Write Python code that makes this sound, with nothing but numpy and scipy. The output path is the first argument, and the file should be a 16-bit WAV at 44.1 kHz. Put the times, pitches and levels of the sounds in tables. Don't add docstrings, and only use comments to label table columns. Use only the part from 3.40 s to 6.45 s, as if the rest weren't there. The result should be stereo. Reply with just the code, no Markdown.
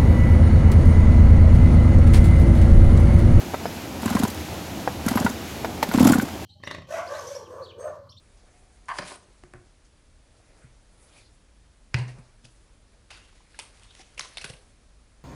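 import sys
import numpy as np
from scipy import signal
from scipy.fft import rfft, irfft, next_fast_len
from scipy.io import wavfile
from scipy.ndimage import uniform_filter1d, map_coordinates

SR = 44100
rng = np.random.default_rng(int(sys.argv[2]) if len(sys.argv) > 2 else 0)


def makeup_ratio(level_db):
    decades = np.asarray(level_db, float) / 20
    return 10 ** decades


def wrap_up_sound(samples):
    columns = np.atleast_2d(samples).T
    tamed = np.clip(columns, -1, 1)
    steps = np.round(tamed * 32767).astype(np.int16)
    wavfile.write(sys.argv[1], SR, steps)


N = 134505
T = np.arange(5000) / SR

# (frequency [Hz], density [dB per Hz])
SHOP_LOW = [(15, -50), (30, -26), (75, -4), (130, -9), (220, -4), (330, -7), (450, -13), (780, -11),
            (1250, -22), (1700, -50)]
# (frequency [Hz], density [dB per Hz])
SHOP_HIGH = [(760, -32), (1300, -2), (2220, -3), (2550, -3), (4780, -8), (6830, -9), (8980, -17),
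             (11800, -12), (16000, -20)]
# (frequency [Hz], width [Hz], level [dB])
FAN_HUMS = [(80, 7, 6), (320, 30, 1.5)]
# (frequency [Hz], correlation [-1 to 1])
SHOP_ALIKE = [(30, .7), (70, .92), (180, .975), (550, .45), (1650, -.2), (4970, -.04), (15000, -.1)]
# (frequency [Hz], correlation [-1 to 1])
NEAR_ALIKE = [(60, .96), (150, .998), (350, .99), (700, .75), (1500, .45), (5000, .1), (14000, -.45)]
# (frequency [Hz], left over right [dB])
LEAN = [(60, .5), (150, -.5), (300, -1), (700, 3), (1400, 2), (2800, 2), (5980, -1), (15000, -3)]
SHOP_DB, HIGH_DB, WALL_DB = -34, -4, -16

# (time [s], peak [dB], pitch [Hz], crack [dB], upper modes [dB])
KNOCKS = [(.136, -22, 700, -38, 0), (.1425, -14, 620, -37, 3), (.147, -23, 760, -44, -6),
          (.212, -29, 700, -46, -4), (.2555, -15, 690, -38, -1), (1.086, -29, 816, -44, -2),
          (1.4755, -9, 770, -36, -4), (1.481, -24, 520, -44, -2), (2.027, -31, 729, -44, 0),
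          (2.246, -16, 681, -30, 2), (2.254, -23, 700, -38, 0), (2.4265, -19, 900, -24, 7),
          (2.4286, -9, 880, -28, -2), (2.432, -24, 830, -32, 12), (2.436, -21, 480, -38, 0)]
# (pitch ratio [1], level [dB], 60 dB decay [s])
CASE_MODES = [(.42, -14, .03), (.7, -8, .022), (1, 0, .02), (1.18, -9, .014), (2.15, -16, .05),
              (2.45, -17, .035), (3.2, -20, .03)]
# (time [s], peak [dB], pitch [Hz], crack [dB], upper modes [dB])
PAWLS = [(.631, -25, 904, -38, -4), (.660, -23, 1040, -33, -5), (.678, -24, 1040, -32, 3),
         (.706, -23, 790, -38, -2), (.727, -21, 960, -36, -6), (.749, -25, 900, -36, 0),
         (.768, -17, 1050, -34, -4), (.815, -29, 1000, -38, 0), (.833, -21, 942, -34, 0),
         (.85, -20, 980, -34, -5), (1.681, -20, 1400, -34, -6), (1.682, -22, 700, -36, 0),
         (1.687, -23, 2000, -36, -6), (1.716, -24, 748, -38, -2), (1.735, -27, 950, -38, 0),
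         (1.754, -24, 800, -36, 0), (1.773, -15, 999, -31, 0), (1.779, -20, 1250, -34, 0),
         (1.822, -25, 600, -38, 0), (1.845, -24, 620, -36, 0), (1.864, -12, 940, -32, 2),
         (2.513, -19, 942, -36, 0), (2.539, -17, 686, -36, -2), (2.546, -19, 760, -36, -2),
         (2.584, -17, 960, -33, 0), (2.605, -18, 720, -34, -3), (2.628, -18, 1050, -34, -6),
         (2.646, -14, 900, -35, 0), (2.654, -13, 724, -35, -3), (2.671, -15, 900, -34, 1),
         (2.689, -16, 900, -34, 1), (2.705, -17, 700, -35, 0), (2.733, -8, 1440, -32, -9),
         (2.755, -19, 800, -36, 0), (2.798, -14, 1520, -32, -8)]
# (pitch ratio [1], level [dB], 60 dB decay [s])
PAWL_MODES = [(1, 0, .035), (1.52, -2, .032), (2.1, -12, .03), (2.9, -15, .025)]
UPPER_FROM, BLOW_DB = 1.4, 11

# (frequency [Hz], 60 dB decay [s])
WALL_DECAY = [(150, .08), (400, .14), (1500, .3), (10000, .15)]

# (time [s], level [dB], 60 dB decay [s])
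SNAPS = [
    (1.684, -17, .04),
    (.901, -27, .04),
    (.945, -31, .03),
    (2.428, -22, .06),
    (2.738, -23, .04),
    (2.812, -33, .12),
]
# (frequency [Hz], density [dB per Hz])
SNAP_COLOUR = [(1500, -25), (4500, -3), (9000, -6), (12500, 0), (16000, -14)]
# (time [s], level [dB], pitch [Hz], length [s])
SQUEAKS = [
    (.254, -38, 5250, .028),
    (1.760, -26, 12000, .006),
    (1.771, -27, 11800, .012),
    (2.518, -31, 11900, .01),
    (2.81, -34, 12500, .02),
]

# (time [s], level [dB])
EFFORT = [(0, -60), (.55, -48), (.66, -33), (.85, -32), (.97, -48), (1.58, -50), (1.67, -32), (1.86, -32),
          (1.95, -46), (2.42, -46), (2.55, -31), (2.67, -23), (2.8, -31), (2.93, -43), (3.05, -60)]
# (frequency [Hz], density [dB per Hz])
SCRAPE_COLOUR = [(200, -30), (380, -5), (600, -1), (1000, -4), (1450, -7), (2100, -10), (3200, -12),
                 (10700, -16), (16000, -26)]
# (frequency [Hz], density [dB per Hz])
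SHAKE_COLOUR = [(40, -22), (70, -6), (120, -2), (190, 0), (320, -25)]
RATTLE_PER_S, SHAKE_DB, SCRAPE_DB = 500, -5, -3.5
CLICK_HZ, CLICK_SPREAD, CLICK_CYCLES, CLICK_DB = 850, .65, 2.5, -6

# (time [s], peak [dB], pitch [Hz], hiss [dB])
SHARP = [(.658, -14, 240, -29), (.751, -10, 234, -32), (.834, -11, 240, -27), (1.663, -13, 238, -32),
         (1.756, -11, 244, -31), (1.847, -11, 238, -28), (2.488, -20, 231, -38), (2.575, -9, 248, -28),
         (2.627, -5, 235, -21), (2.671, -5, 250, -20), (2.72, -7, 245, -22), (2.783, -9, 240, -28)]
# (time [s], peak [dB], pitch [Hz], hiss [dB])
SOFT = [(.627, -24, 215, -38), (.709, -17, 225, -29), (.799, -16, 250, -29), (.884, -26, 223, -33),
        (1.713, -17, 242, -33), (1.806, -18, 250, -32), (1.901, -27, 250, -35), (2.544, -10, 248, -29),
        (2.604, -4, 248, -25), (2.652, -3, 266, -24), (2.697, -5, 272, -24), (2.752, -9, 253, -28),
        (2.828, -16, 262, -30)]
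# (ring rise [s], ring decay [s], start phase [turns], hiss lead [s], hiss rise [s],
# hiss decay [s], push [dB])
SHARP_SHAPE = (.002, .005, .55, .002, .003, .005, -12)
SOFT_SHAPE = (.0035, .005, .55, .011, .009, .005, -12)
SHARP_GLIDE, SOFT_GLIDE = -3, 3
# (pitch ratio [1], level [dB], decay [s])
OVERTONES = [(2.1, -22, .004), (3.1, -21, .003)]
# (frequency [Hz], density [dB per Hz])
PORT_COLOUR = [(700, -30), (1500, -10), (2940, -12), (5830, -11), (7100, -8), (8740, -16), (11100, -8),
               (16000, -19)]
# (frequency [Hz], width [Hz], level [dB])
PORT_RING = [(7100, 700, 3), (10900, 900, 2)]
# (time [s], peak [dB], pitch [Hz])
ROCKS = [
    (.679, -27, 240),
    (.768, -27, 220),
    (.85, -24, 240),
    (2.594, -20, 260),
    (2.618, -20, 240),
    (2.643, -16, 250),
    (2.687, -15, 240),
    (2.71, -19, 240),
    (2.77, -24, 240),
]
ROCK_RISE_S, ROCK_FALL_S = .002, .004
PUFF_DB, JET_DB = 2, 1

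DUCK_FROM_DB, DUCK_SHARE, DUCK_S = -20, .25, .35
TOP_HZ = 16000


def unit(x):
    return x / np.sqrt(np.mean(x ** 2) + 1e-20)


def along(points, hz):
    f, v = np.transpose(points)
    return np.interp(np.log(hz + 1), np.log(f + 1), v)


def wobble(rate):
    values = rng.standard_normal(N // 40 + 9)
    return map_coordinates(values, [np.arange(N) * rate / SR], mode="wrap")


def filtered(x, response):
    m = next_fast_len(N + SR // 2)
    return irfft(rfft(x, m) * response(np.fft.rfftfreq(m, 1 / SR)), m)[..., :N]


def bumps(peaks, hz):
    return 1 + sum((makeup_ratio(db) - 1) / (1 + (2 * (hz - c) / w) ** 2) for c, w, db in peaks)


def noise(gain, channels=1):
    return unit(filtered(rng.standard_normal((channels, N)), gain))


def swell(rise, fall):
    e = (1 - np.exp(-T / abs(rise))) ** 2 * np.exp(-T / abs(fall))
    return e / e.max()


def add(track, s, sound):
    part = track[round(s * SR):][:len(sound)]
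    part += sound[:len(part)]


def spread(pair, alike):
    def shares(hz):
        angle = np.arccos(np.clip(along(alike, hz), -1, 1)) / 2
        return np.array([np.cos(angle), np.sin(angle)])

    def lean(hz):
        return makeup_ratio(along(LEAN, hz) * np.array([[.5], [-.5]]))

    mid, side = filtered(pair, shares)
    return filtered(np.array([mid + side, mid - side]), lean)


def shop():
    low = noise(lambda hz: makeup_ratio(along(SHOP_LOW, hz)) * bumps(FAN_HUMS, hz), channels=2)
    low = low * makeup_ratio(1.5 * wobble(14) + .8 * wobble(2.5))
    high = noise(lambda hz: makeup_ratio(along(SHOP_HIGH, hz)), channels=2)
    high = high * makeup_ratio(HIGH_DB + .7 * wobble(20) + .5 * wobble(2.5))
    return makeup_ratio(SHOP_DB) * spread(low + high, SHOP_ALIKE)


def knocks(rows, modes, rough, body_db, ring_db):
    out = np.zeros(N)
    for s, db, hz, crack_db, upper_db in rows:
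        rough_noise, body_noise, crack_noise, *mode_noise = rng.standard_normal((10, len(T)))
        ring = 0
        for (ratio, mode_db, t60), w in zip(modes, mode_noise):
            level = mode_db + upper_db * (ratio > UPPER_FROM) + .8 * w[0]
            ring = ring + makeup_ratio(level - 60 * T / t60) * np.sin(2 * np.pi * ratio * hz * T + .3 * w[1])
        ring = ring * (1 + rough * unit(uniform_filter1d(rough_noise, size=80)))
        band = signal.butter(2, [hz / 2, hz * 4 / 3], "band", fs=SR)
        body = unit(signal.lfilter(*band, body_noise)) * makeup_ratio(body_db - 60 * T / .055)
        crack = makeup_ratio(crack_db + BLOW_DB - 60 * T / .05) * uniform_filter1d(crack_noise, size=5)
        contact = np.minimum(T / .0009, 1)
        add(out, s, (makeup_ratio(db + ring_db) * (ring + body) + crack) * contact)
    return out


def walls(x):
    hz, t, z = signal.stft(rng.standard_normal((2, SR // 2)), SR, nperseg=256)
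    tail = signal.istft(z * makeup_ratio(-60 * t / along(WALL_DECAY, hz)[:, None]), SR)[1]
    late = np.pad(x, (250, 0))[None]
    return signal.fftconvolve(late, tail / np.linalg.norm(tail[0]), axes=1)[:, :N]


def metal():
    squeaks, bursts = np.zeros(N), np.zeros(N)
    for s, db, t60 in SNAPS:
        add(bursts, s, makeup_ratio(db - 60 * T / t60) * np.minimum(T / .001, 1))
    for s, db, hz, length in SQUEAKS:
        drift = np.cumsum(rng.standard_normal(len(T))) * .09
        arch = np.sin(np.pi * np.minimum(T / length, 1))
        add(squeaks, s, makeup_ratio(db) * arch * np.sin(2 * np.pi * hz * (1 - .8 * T) * T + drift))
    return squeaks + bursts * noise(lambda hz: makeup_ratio(along(SNAP_COLOUR, hz)))[0]


def clicks(effort, count):
    u, z = rng.random((count, 2)), rng.standard_normal(count)
    start, t = (u[:, 0] * (N - 700)).astype(int), T[:600]
    hz = CLICK_HZ * np.exp(CLICK_SPREAD * z)[:, None]
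    size = effort[start] * makeup_ratio(CLICK_DB - 5 * np.log(1 - .97 * u[:, 1]))
    tones = size[:, None] * np.sin(2 * np.pi * hz * t) * np.exp(-t * hz / CLICK_CYCLES)
    places = start[:, None] + np.arange(len(t))
    return np.bincount(places.ravel(), tones.ravel(), N)


def rattle():
    s, db = np.transpose(EFFORT)
    effort = makeup_ratio(np.interp(np.arange(N) / SR, s, db))
    grains = makeup_ratio(3 * wobble(RATTLE_PER_S) + 3 * wobble(70))
    scrape = filtered(grains * rng.standard_normal((2, N)), lambda hz: makeup_ratio(along(SCRAPE_COLOUR, hz)))
    shake = noise(lambda hz: makeup_ratio(along(SHAKE_COLOUR, hz) - hz / 50))[0]
    solid = effort * makeup_ratio(SHAKE_DB) * shake + clicks(effort, count=1500)
    return solid, effort * makeup_ratio(SCRAPE_DB) * unit(scrape)


def patchy(x, depth_db):
    z = signal.stft(x, nperseg=128)[2]
    field = uniform_filter1d(rng.standard_normal(z.shape[1:]), size=5, axis=0)
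    field = uniform_filter1d(field, size=8, axis=1)
    return unit(signal.istft(z * makeup_ratio(depth_db * unit(field)))[1][:, :N])


def puffs():
    box, jet = np.zeros(N), np.zeros(N)
    for rows, shape, glide in ((SHARP, SHARP_SHAPE, SHARP_GLIDE), (SOFT, SOFT_SHAPE, SOFT_GLIDE)):
        rise, fall, turn, lead, jet_rise, jet_fall, push_db = shape
        for s, db, hz, hiss_db in rows:
            ring = np.sin(2 * np.pi * (.96 * hz * T * (1 + glide * T) + turn)) * swell(rise, fall)
            for ratio, over_db, decay in OVERTONES:
                tone = np.sin(2 * np.pi * (ratio * hz * T + rng.random()))
                ring = ring + makeup_ratio(over_db + rng.normal(0, 2.5)) * tone * swell(rise, decay)
            push = makeup_ratio(push_db) * np.sin(2 * np.pi * (.48 * hz * T + turn)) * swell(rise, 1.6 * fall)
            add(box, s, makeup_ratio(db + PUFF_DB) * (ring + push))
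            add(jet, s - lead, makeup_ratio(hiss_db + JET_DB) * swell(jet_rise, jet_fall))
    for s, db, hz in ROCKS:
        add(box, s, makeup_ratio(db) * np.sin(2 * np.pi * hz * T) * swell(ROCK_RISE_S, ROCK_FALL_S))
    jet = jet * makeup_ratio(2.5 * wobble(400))
    hiss = noise(lambda hz: makeup_ratio(along(PORT_COLOUR, hz)) * bumps(PORT_RING, hz), channels=2)
    return box, jet * patchy(hiss, depth_db=3.5)


def scene():
    box, hiss = puffs()
    shake, scrape = rattle()
    solid = box + shake + metal()
    solid = solid + knocks(KNOCKS, CASE_MODES, rough=.05, body_db=-17, ring_db=3)
    solid = solid + knocks(PAWLS, PAWL_MODES, rough=.15, body_db=-14, ring_db=.6)
    scattered = filtered(solid, lambda hz: np.exp(1j * (hz / 900 + 1.2 * np.sin(hz / 350))))
    near = np.array([solid, scattered]) + hiss + scrape
    return spread(near, NEAR_ALIKE) + makeup_ratio(WALL_DB) * walls(near[0]) + shop()


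def low_pass(x):
    return signal.sosfilt(signal.butter(12, 17000, fs=SR, output="sos"), x)


def record(dry):
    power = np.abs(uniform_filter1d(np.mean(dry ** 2, 0), size=4000)) + 1e-9
    over_db = np.maximum(10 * np.log10(power) - DUCK_FROM_DB, 0)
    keep = np.exp(-1 / (abs(DUCK_S) * SR))
    x = dry * makeup_ratio(-DUCK_SHARE * 2 * signal.lfilter([1 - keep], [1, -keep], over_db))
    x = x / (1 + np.abs(x) ** 8) ** (1 / 8)
    return low_pass(filtered(x, lambda hz: (hz < TOP_HZ) * hz / np.hypot(hz, 25)))


dry = scene()
out = record(dry)
wrap_up_sound(out)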